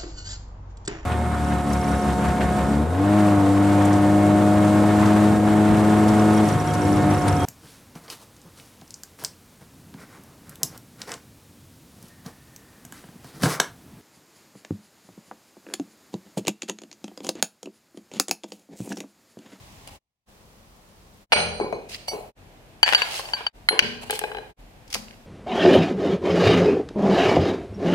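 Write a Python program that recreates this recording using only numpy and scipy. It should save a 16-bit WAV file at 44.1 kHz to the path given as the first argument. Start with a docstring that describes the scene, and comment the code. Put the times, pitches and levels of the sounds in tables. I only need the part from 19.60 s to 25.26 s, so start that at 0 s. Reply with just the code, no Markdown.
"""In a hard-walled yard, steel tongs serve grilled shellfish onto a stoneware plate, heard from close by.
After a faint sizzle and a pop from the grill, a whelk, an abalone and clams clack down, ring, rock and
scrape; a prawn lands wetly. Impacts excite the damped modes of shell and plate, sliding contacts rasp by
stick-slip friction, and the yard echoes and booms. The sound fades out briefly between the servings."""
import sys
import numpy as np
from scipy import signal
from scipy.fft import rfft, irfft, next_fast_len
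from scipy.io import wavfile
from scipy.ndimage import map_coordinates

SR = 44100
rng = np.random.default_rng(int(sys.argv[2]) if len(sys.argv) > 2 else 0)


def to_wav(sig):
    """Store sig (one row per channel, or 1-D mono) as 16-bit WAV at the path in sys.argv[1].

    Samples outside -1..1 are clipped; the rate is SR.
    """
    pcm = np.clip(np.atleast_2d(sig), -1, 1) * 32767
    pcm = np.round(pcm).astype(np.int16)
    wavfile.write(sys.argv[1], SR, pcm.T)  # frames by channels


N = 249606

# Sharp clacks. Each row: start in seconds, relative level in dB, kind of clack.
# The last two "whelk" rows are wall echoes of its crash. A "held" shell is damped by the tongs.
# The first "tip" is a shell popping on the grill; the others are ticks of the tongs' steel edge.
CONTACTS = [(.2754, -30.5, "tip"), (1.7212, -5.5, "whelk"), (1.7264, -5, "whelk"), (1.731, -4, "whelk"),
            (1.7345, -6.5, "whelk"), (1.7624, -18, "whelk"), (1.8043, -20.5, "whelk"),
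            (2.0005, -25, "whelk spine"), (2.1265, -18.5, "whelk spine"), (2.2958, -37, "tip"),
            (2.4825, -26, "tongs"), (3.2301, -4, "abalone"), (3.2786, -18, "held"), (3.2904, -19.5, "held"),
            (3.3255, -16.5, "held"), (3.3342, -13, "held"), (3.3478, -5.5, "abalone"),
            (3.4195, -16.5, "held"), (3.42, -14, "abalone rim"), (3.595, -22.5, "tip"),
            (3.655, -31, "abalone rim"), (3.689, -39.5, "held"), (3.7349, -13.5, "abalone rim"),
            (3.8661, -13.5, "abalone rim"), (4.0875, -5, "clam lid"), (4.1918, -2, "clam cup"),
            (4.4982, -18, "clam rib"), (4.508, -11.5, "tip"), (4.528, -22, "clam rib"), (4.592, -15, "tip"),
            (4.615, -24.5, "clam rib"), (4.6385, -16, "clam rib")]
# Dull, hollow sounds. Each row: start in seconds, relative level in dB, the food they belong to.
# The "clam" rows are the yard's bloom after the lid's clack; the others are knocks of the food itself.
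KNOCKS = [(2.0005, -28, "whelk"), (2.011, -24, "whelk"), (2.045, -29.5, "whelk"), (2.127, -27.5, "whelk"),
          (2.5335, -28.5, "whelk"), (3.595, -32, "abalone"), (3.807, -36.5, "abalone"), (4.11, -29, "clam"),
          (4.129, -26.5, "clam"), (5.354, -33, "prawn")]
# Booms of the yard after heavy landings. Each row: start in seconds, relative level in dB, what landed.
BOOMS = [(1.76, -33.5, "whelk"), (2.001, -42, "whelk"), (2.533, -48, "whelk"), (4.223, -44, "clam"),
         (5.36, -50, "prawn")]
# Modes of the plate and low resonances of the yard.
# Each row: frequency in Hz, relative level in dB, T60 in seconds.
PLATE_MODES = [(405, -11, .55), (425, -11, .6), (473, -11, .6), (598, -7, .7), (731, -15, .6),
               (862, -15, .5), (1432, -12, .36), (2241, 1, .5), (2349, -2, .4), (2448, 1, .58),
               (2938, -7, .45), (4123, 3, .38), (4576, -4, .28), (4601, -9, .4), (5779, -19, .45),
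               (6352, -10, .4), (7870, -19, .2), (8872, -8, .4), (10330, -24, .44)]
YARD_MODES = [(81.36, -9, 1.0), (126.6, -8.5, 0.68), (166.6, -4, 1), (212.96, 2.5, 0.72), (240.5, -2, 0.6)]
def whelk():
    """Impact excitation: the whelk crashes down and tips over; the plate rings, the yard answers."""
    crash_and_echoes, spines = rows(CONTACTS, "whelk"), rows(CONTACTS, "whelk spine")
    landing, tumbles, booms = crash_and_echoes[:1], rows(KNOCKS, "whelk"), rows(BOOMS, "whelk")
    return (clacks(crash_and_echoes, bands_db=(-8, -6.5, -9, -34.5), room_db=-6.5, left_db=1)
            + rings(landing, PLATE_MODES, ring_db=-18.5, room_db=0, left_db=-0.5, flutter_db=5)
            + rings(tumbles, PLATE_MODES, ring_db=-24.5, room_db=-17, left_db=1, flutter_db=4.5)
            + clacks(spines, bands_db=(3, -20, -29.5, -35.5), room_db=-18, left_db=6.5)
            + knocks(tumbles, t60=0.32, octave_db=-4, left_db=0.3, room_db=-17.5)
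            + rings(booms, YARD_MODES, ring_db=3.5, room_db=-8, left_db=1, octave_db=-6))


# Modes of the abalone shell. Each row: frequency in Hz, relative level in dB, T60 in seconds.
ABALONE_MODES = [(938, 14, 0.013), (1657, 5, 0.045), (1574, -9.5, .3), (2993, 17, 0.032),
                 (4608, 11.5, 0.079), (4680, 1, 0.053), (7140, -19.5, 0.14)]
def abalone():
    """Free vibration of a thin shell: the abalone cracks down twice, then settles with lighter taps."""
    blows, taps = rows(CONTACTS, "abalone"), rows(CONTACTS, "abalone rim")
    return (clacks(blows, bands_db=(-14, -7.5, -8, -24.5), room_db=-4, left_db=2.5)
            + clacks(taps, bands_db=(-16, -8.5, -15.5, -30), room_db=-0.5, left_db=2)
            + rings(blows + taps, ABALONE_MODES, ring_db=-15, room_db=-19, left_db=2, scatter_db=1.6)
            + knocks(rows(KNOCKS, "abalone"), t60=0.064, octave_db=10, left_db=1.7, room_db=-11.5))


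# Modes of the clam struck on its lid, its cup and its ribs.
# Each row: frequency in Hz, relative level in dB, T60 in seconds.
LID_MODES = [(1465, -2.5, 0.023), (2170, 5.5, 0.019), (3144, -20, 0.1), (4100, 4, 0.029), (4160, -8, 0.17),
             (10160, -16.5, 0.17), (10740, -19, 0.19)]
CUP_MODES = [(1566, 7.5, 0.025), (2364, -3.5, 0.049), (2964, 10, 0.016), (3910, -13.5, 0.071),
             (4586, 0.5, 0.035), (5771, -15, 0.072)]
RIB_MODES = [(436.7, 0, 0.12), (500, -6.5, 0.13), (609, -9.5, 0.1), (843, 5, 0.051), (1628, 6.5, 0.023),
             (2440, -9, 0.17), (2970, 1.5, 0.022), (4000, -12, 0.097)]
def clam():
    """The point of impact selects the modes: the open clam lands on lid, then cup, then rocks on ribs."""
    lid, cup = rows(CONTACTS, "clam lid"), rows(CONTACTS, "clam cup")
    ribs, yard_bloom = rows(CONTACTS, "clam rib") + rocking(), rows(KNOCKS, "clam")
    return (clacks(lid, bands_db=(-20, -9, -16, -28), room_db=-5.5, left_db=-2.5)
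            + rings(lid, LID_MODES, ring_db=-9.5, room_db=-17, left_db=1, scatter_db=6.6)
            + clacks(cup, bands_db=(-26.5, -6, -7, -24.5), room_db=-13, left_db=1.5)
            + rings(cup, CUP_MODES, ring_db=-11.5, room_db=-12.5, left_db=5, scatter_db=4.2)
            + rings(cup, PLATE_MODES, ring_db=-31, room_db=-3, left_db=0, octave_db=-3, flutter_db=3)
            + clacks(ribs, bands_db=(-7, -7.5, -18.5, -30), room_db=-9.5, left_db=2.5)
            + rings(ribs, RIB_MODES, ring_db=-7, room_db=-11, left_db=2, scatter_db=1.2)
            + knocks(yard_bloom, t60=0.29, octave_db=1, left_db=1.8, room_db=-7.5)
            + rings(rows(BOOMS, "clam"), YARD_MODES, ring_db=3, room_db=-8, left_db=3.5, octave_db=2.5))


def rocking(start_s=4.7165, first_swing_s=0.0315, shrink=0.69, count=4, db=-26):
    """Damped rocking: the intervals between rib contacts shrink in geometric progression."""
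    swings = first_swing_s * shrink ** np.arange(count)
    return [(s, db) for s in start_s + np.cumsum(swings) - swings]


# Swells of rough noise. Each row: start in seconds, length in seconds, relative level in dB, texture.
# Two are reverberation: a faint hiss after a tick (3.608 s) and a wash after the clam's clack (4.222 s).
# The others are strokes over the glaze or a shell.
RASPS = [(.268, .032, -45.5, "shell"), (2.286, .087, -40.5, "steel"), (2.312, 0.044, -42.5, "ridges"),
         (2.343, 0.014, -34, "ridges"), (2.475, 0.019, -38, "steel"), (3.26, .08, -33, "shell"),
         (3.417, .15, -37.5, "shell"), (3.5, 0.12, -32, "steel"), (3.608, .15, -43.5, "shell"),
         (4.222, .11, -41.5, "ridges"), (4.412, 0.036, -39, "shell"), (4.505, 0.078, -33, "steel"),
         (5.46, 0.11, -49, "flesh")]
def tongs():
    """Friction and impact: tongs grip, tick and drag; with them come a grill pop and two reverb tails."""
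    pop_and_ticks = rows(CONTACTS, "tip")
    rasps_and_wash, drags_and_hiss = rows(RASPS, "ridges"), rows(RASPS, "shell")
    return (clacks(rows(CONTACTS, "held"), bands_db=(-2, 2, -4.5, -20.5), room_db=-21.5, left_db=3)
            + clacks(pop_and_ticks, bands_db=(-18, -12.5, -11.5, -10.5), room_db=-15, left_db=1)
            + plate_ping()
            + rasps(rows(RASPS, "steel"), bands_db=(-14, -8, 3.5, -5), room_db=-8.5)
            + rasps(rasps_and_wash, bands_db=(-22.5, -3, 6, -20.5), room_db=-8.5)
            + rasps(drags_and_hiss, bands_db=(4, -6, -3.5, -7), room_db=-1.5))


# High modes of the plate. Each row: frequency in Hz, relative level in dB, T60 in seconds.
HIGH_PLATE_MODES = [(2220, -13, 0.39), (2900, -12, 0.18), (4560, 1, 0.14), (5820, -4, 0.17),
                    (7830, -6, 0.091), (8800, -13.5, 0.2), (9980, -10.5, 0.27), (12060, -12, 0.12)]
def plate_ping():
    """Free vibration: a click, and a bright, high ring of the plate."""
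    click = rows(CONTACTS, "tongs")
    return (clacks(click, bands_db=(-0.5, -19, -23, -14.5), room_db=2, left_db=5.5)
            + rings(click, HIGH_PLATE_MODES, ring_db=-1, room_db=-22, left_db=1.5, scatter_db=2.5))


def prawn():
    """Soft, damped impact: the prawn lands in a wet crunch, plops and squelches as it settles."""
    crunch = crunches(room_db=-15.5)
    squelch = rasps(rows(RASPS, "flesh"), bands_db=(-27, -0.5, -4.5, -26), room_db=-17, grit_db=9.5)
    plop = knocks(rows(KNOCKS, "prawn"), t60=0.059, octave_db=8.5, left_db=1, room_db=-12)
    boom = rings(rows(BOOMS, "prawn"), YARD_MODES, ring_db=-4, room_db=-34, left_db=1.5, octave_db=6)
    return crunch + squelch + plop + boom


# Bursts of wet cracks. Each row: start in seconds, relative level in dB, T60 in seconds.
CRUNCHES = [(5.277, -46, 0.044), (5.303, -41, 0.25), (5.3272, -22, .025), (5.340, -22, 0.083),
            (5.3455, -13, 0.01), (5.349, -30, 0.18)]
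# Spectrum of the cracks. Each row: frequency in Hz, relative level in dB.
CRUNCH_SPECTRUM = [(200, -15.5), (450, -15.5), (900, -9.5), (1500, -11.5), (2400, 0), (4000, -5.5),
                   (4800, 2), (6200, -4.5), (8200, -8.5), (12000, -13.5), (16000, -21.5)]
def crunches(room_db, cracks_per_s=3000):
    """Shot noise: the prawn's legs and thin shell crumple in decaying showers of tiny random cracks."""
    out, t = np.zeros((2, N)), clock(0.17)
    for s, db, t60 in CRUNCHES:
        cracks = unit((rng.random((3, len(t))) < cracks_per_s / SR) * rng.standard_normal((3, len(t))))
        envelope = amp(-60 * t / t60)
        shower = unit(cracks * envelope) * np.sqrt(np.mean(envelope ** 2))
        force = stereo(shower[0], shower[1:], spread=0.74)
        burst = coloured(force, lambda hz: along(CRUNCH_SPECTRUM, hz) + 7)
        add(out, s, with_room(amp(db) * burst, room_db))
    return out


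# Spectrum common to clacks and rasps. Each row: frequency in Hz, relative level in dB.
CONTACT_SPECTRUM = [(40, -39.5), (200, -23), (450, -11), (800, 2), (1250, -5.5), (2000, -1), (3000, 3.5),
                    (3600, -4.5), (4600, -2), (5600, -7.5), (8000, -3), (11000, -6.5), (16000, -17)]
def contact_colour(bands_db):
    """Each contact point favours other resonances: a dB curve weighted in four bands, randomly rippled."""
    knock, clack, edge, tick = bands_db
    weights = [(700, knock + 10), (1600, clack + 8.5), (4800, edge + 5), (8000, tick + 6)]
    spot_db = np.minimum(4.5 * rng.standard_normal(SR // 100), 3)  # notches, but no peak that would ping

    def curve(hz):
        ripple = map_coordinates(spot_db, [hz / 260], mode="mirror") * np.minimum(hz / 4000, 1)
        return along(CONTACT_SPECTRUM, hz) + along(weights, hz) + ripple
    return curve


def impact_force(t, t60, push_db, chatter_db, spread):
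    """Transient excitation: one impulse, then a chatter of exponentially decaying noise."""
    chatter = rng.standard_normal((3, len(t))) * amp(-60 * t / t60)
    chatter *= amp(chatter_db) / np.linalg.norm(chatter, axis=1, keepdims=True)
    return stereo(amp(push_db) * (t == 0)) + stereo(chatter[0], chatter[1:], spread)


def clacks(blows, bands_db, room_db, left_db):
    """Source and filter: a brief, sharp excitation takes on the colour of shell or steel."""
    out, t = np.zeros((2, N)), clock(0.1)
    for s, db in blows:
        force = impact_force(t, t60=0.028, push_db=-3, chatter_db=-5, spread=1)
        hit = 20 * amp(db) * coloured(force, contact_colour(bands_db))
        add(out, s, with_room(panned(hit, left_db), room_db))
    return out


# Hollow resonances. Each row: frequency in Hz, bandwidth in Hz, relative level in dB.
HOLLOW_RESONANCES = [(430, 70, 7), (538, 9.6, 6.5), (743, 26, 2.5), (796, 94, 0.5), (1022, 53, 2),
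                     (1566, 130, -10)]
def knocks(blows, t60, octave_db, left_db, room_db):
    """Resonant filtering: a push and its rumble sound through hollow resonances, with a spectral tilt."""
    def body_db(hz):
        power = sum(amp(db) ** 2 * (hz * width) ** 2 / ((centre ** 2 - hz ** 2) ** 2 + (hz * width) ** 2)
                    for centre, width, db in HOLLOW_RESONANCES)
        power /= 1 + (hz / 2000) ** 4  # low-pass
        return 10 * np.log10(1e-7 + power) + octave_db * np.log2(np.clip(hz, 200, 1600) / 600)

    out, t = np.zeros((2, N)), clock(0.42)
    for s, db in blows:
        knock = coloured(impact_force(t, t60, push_db=-4, chatter_db=0, spread=0.19), body_db)
        knock *= amp(db) / np.sqrt(np.mean(knock[:, t < 0.015] ** 2))  # the onset sets the level
        add(out, s, with_room(panned(knock, left_db), room_db))
    return out


def rings(blows, modes, ring_db, room_db, left_db, octave_db=0, scatter_db=3, flutter_db=0):
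    """Modal superposition: each blow starts damped sinusoids that radiate unequally to left and right."""
    out, t = np.zeros((2, N)), clock(0.79)
    rattles = t[::SR // 140]  # a loose shell touches 140 times a second, making the modes flutter
    arrival = t - np.array([[0], [LEFT_LEAD_SAMPLES / SR]])
    attack = 1 - np.exp(-t / 0.00099)
    for s, db in blows:
        ring = np.zeros((2, len(t)))
        for hz, mode_db, t60 in modes:
            chance = rng.standard_normal((2, 2))  # a phase and a level for each channel
            phase = 2 * np.pi * hz * arrival + chance[:, :1] * min(hz / 6000, 1)
            tilt_db = octave_db * np.log2(hz / modes[0][0])
            level_db = db + ring_db + mode_db + tilt_db + scatter_db * chance[:, 1:]
            flutter = flutter_db * np.interp(t, rattles, rng.standard_normal(len(rattles)))
            ring += amp(level_db + flutter - 60 * t / t60) * np.sin(phase)
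        add(out, s, with_room(panned(ring * attack, left_db), room_db))
    return out


def rasps(swells, bands_db, room_db, grit_db=3.5, grains_per_s=700):
    """Amplitude modulation: noise swells in uneven grains, as in stick-slip friction or a rough echo."""
    out = np.zeros((2, N))
    for s, length, db in swells:
        t = clock(length)
        grains = rng.standard_normal(SR // 50)
        grit = amp(grit_db * np.interp(t, np.arange(len(grains)) / grains_per_s, grains))
        swell = np.abs(np.sin(np.pi * t / length)) ** 0.5
        noise = unit(rng.standard_normal((3, len(t))) * grit * swell)
        rough = np.pad(stereo(noise[0], noise[1:], spread=0.87), ((0, 0), (0, SR // 100)))
        add(out, s, with_room(amp(db) * coloured(rough, contact_colour(bands_db)), room_db))
    return out


# Likeness of the two channels in the yard. Each row: frequency in Hz, correlation from -1 to 1.
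COHERENCE = [(60, 0.93), (290, 0.89), (640, 0.41), (1410, -0.14), (7000, -0.0068)]
def mid_side_gains(hz):
    """Spatial coherence: the ratio of mid to side makes a diffuse field nearly mono in the bass."""
    angle = np.arccos(np.clip(along(COHERENCE, hz), -1, 1)) / 2
    return np.array([np.cos(angle), np.sin(angle)])


# Reverberation of the yard. Each row: frequency in Hz, T60 in seconds.
YARD_T60 = [(100, 1.0), (500, 0.81), (2500, 0.52), (5000, 0.6), (10000, 0.58), (16000, 0.69)]
def with_room(x, room_db, wall_delay_s=0.031, early_db=-13):
    """Reverberation by convolution: thin early scatter, then the full decaying tail from the walls."""
    hz, t, spectra = signal.stft(rng.standard_normal((2, SR)), SR, nperseg=256)
    decay = amp(-60 * t / along(YARD_T60, hz)[:, None])
    mid, side = signal.istft(spectra * decay * mid_side_gains(hz)[..., None], SR, nperseg=256)[1]
    early = np.arange(len(mid)) / SR < wall_delay_s
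    tail = np.array([mid + side, mid - side]) * np.where(early, amp(early_db), 1)
    wet = signal.fftconvolve(x[:1], tail / np.linalg.norm(tail[0]), axes=1) * amp(room_db)
    wet[:, :x.shape[1]] += x
    return wet


def air(spectrum, db, crackle_db, pops_per_s=40):
    """Stationary noise: a wide steady hiss, with random pops of juice in the treble."""
    hz = np.fft.rfftfreq(N, 1 / SR)
    pops = unit((rng.random((2, N)) < pops_per_s / SR) * rng.standard_normal((2, N)))
    noise = rfft(rng.standard_normal((2, N))) + amp(crackle_db) * rfft(pops) * hz / (hz + 3000)
    gains = mid_side_gains(hz)
    mid, side = irfft(noise * amp(along(spectrum, hz)) * gains / gains[0], N)
    return amp(db) * np.array([mid + side, mid - side]) / np.std(mid)


# Steady air beside the grill, a step back from it, and at the plate.
# Each row: frequency in Hz, relative spectral density in dB.
GRILL_NEAR = [(22, -25), (38, 2), (125, -2), (399, -13.5), (476, -14), (613, -13), (1020, -14),
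              (1490, -24.5), (2060, -19.5), (6600, -25.5), (16000, -33.5)]
GRILL_FAR = [(22, -16), (38, 0), (92, -3.5), (142, -8), (207, -4), (266, -13.5), (527, -12.5), (967, -17.5),
             (1040, -17.5), (1560, -24), (4880, -27.5), (12700, -34), (16000, -36)]
YARD_AIR = [(22, -32), (38, 4), (54, 0), (70, -18), (92, -2.5), (145, -9.5), (247, -10.5), (389, -15),
            (732, -15), (1240, -25.5), (2530, -26.5), (5820, -35.5), (14800, -41), (16000, -51)]
def background():
    """Ambient noise depends on position: the air at three places in turn, switched during silences."""
    t = np.arange(N) / SR
    places = [t < SILENCES[0][1], t < SILENCES[1][0], t >= SILENCES[1][0]]
    airs = [air(GRILL_NEAR, db=-49.5, crackle_db=-11),
            air(GRILL_FAR, db=-54, crackle_db=-12),
            air(YARD_AIR, db=-50.5, crackle_db=-18)]
    return np.select(places, airs)


LEFT_LEAD_SAMPLES = 8
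def stereo(x, scattered=0, spread=0):
    """Time-of-arrival difference: x reaches the left first; spread is the scattered share of power."""
    direct = np.array([x, np.pad(x, (LEFT_LEAD_SAMPLES, 0))[:len(x)]])
    return np.sqrt(1 - spread) * direct + np.sqrt(spread) * scattered


def panned(x, left_db):
    """Level difference: the left channel gains left_db and the right loses as much."""
    return x * amp([[left_db], [-left_db]])


def coloured(x, curve):
    """Minimum-phase filtering: a causal response whose gain in dB is curve(Hz)."""
    size = 2 * next_fast_len(x.shape[-1] // 2 + 2048)
    cepstrum = irfft(np.log(amp(curve(np.fft.rfftfreq(size, 1 / SR)))), size)
    cepstrum[1:size // 2] *= 2
    cepstrum[size // 2 + 1:] = 0
    return irfft(rfft(x, size) * np.exp(rfft(cepstrum)), size)[..., :x.shape[-1]]


def amp(db):
    """Amplitude ratio of a level in dB."""
    return 10 ** (np.asarray(db) / 20)


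def unit(x):
    """Normalisation to an RMS of one."""
    return x / np.sqrt(np.mean(x ** 2) + 1e-20)


def along(points, hz):
    """Interpolation of (Hz, value) points on a logarithmic frequency axis."""
    frequencies, values = np.transpose(points)
    return np.interp(np.log(hz + 1), np.log(frequencies + 1), values)


def clock(seconds):
    """Sample times in seconds."""
    return np.arange(int(seconds * SR)) / SR


def rows(table, thing):
    """The events of a table that belong to one thing, without its name."""
    return [row[:-1] for row in table if row[-1] == thing]


def add(track, s, sound):
    """Superposition: a sound joins the track at s seconds and stops by the end of the next silence."""
    start = max(round(s * SR), 0)
    end = min([round(to * SR) for _, to in SILENCES if to > s] + [N, start + sound.shape[1]])
    track[:, start:end] += sound[:, :end - start]


def scene():
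    """Linear superposition: the pressures of shellfish, tongs and air add."""
    return whelk() + abalone() + clam() + tongs() + prawn() + background()


# Near-silent gaps between the servings. Each row: start in seconds, end in seconds.
SILENCES = [(.395, .655), (1.665, 1.69), (2.725, 2.748), (3.905, 3.922), (4.94, 4.962)]
# Unequal colour of the two channels. Each row: frequency in Hz, left minus right level in dB.
CHANNEL_BALANCE = [(60, -0.5), (130, 6.5), (300, -1), (1000, 2), (2200, -1.5), (4400, -2), (8000, -0.5)]
def record(dry, fade_s=0.036, floor_db=-42, top_hz=16200):
    """Filtering and gain: unequal channel colour, fades around each silence, clipping, a band limit."""
    t, hz = np.arange(N) / SR, np.fft.rfftfreq(N, 1 / SR)
    to_silence_s = np.min([np.maximum(start - t, t - end) for start, end in SILENCES], axis=0)
    gain = np.maximum(np.clip(to_silence_s / fade_s, 0, 1) ** 1.65, amp(floor_db))
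    balance = amp(along(CHANNEL_BALANCE, hz) * np.array([[0.5], [-0.5]]))
    channels = irfft(rfft(dry) * balance, N)
    clipped = np.clip(channels * gain, -1, 1)
    return irfft(rfft(clipped) * (hz < top_hz), N)


dry = scene()
out = record(dry)
to_wav(out)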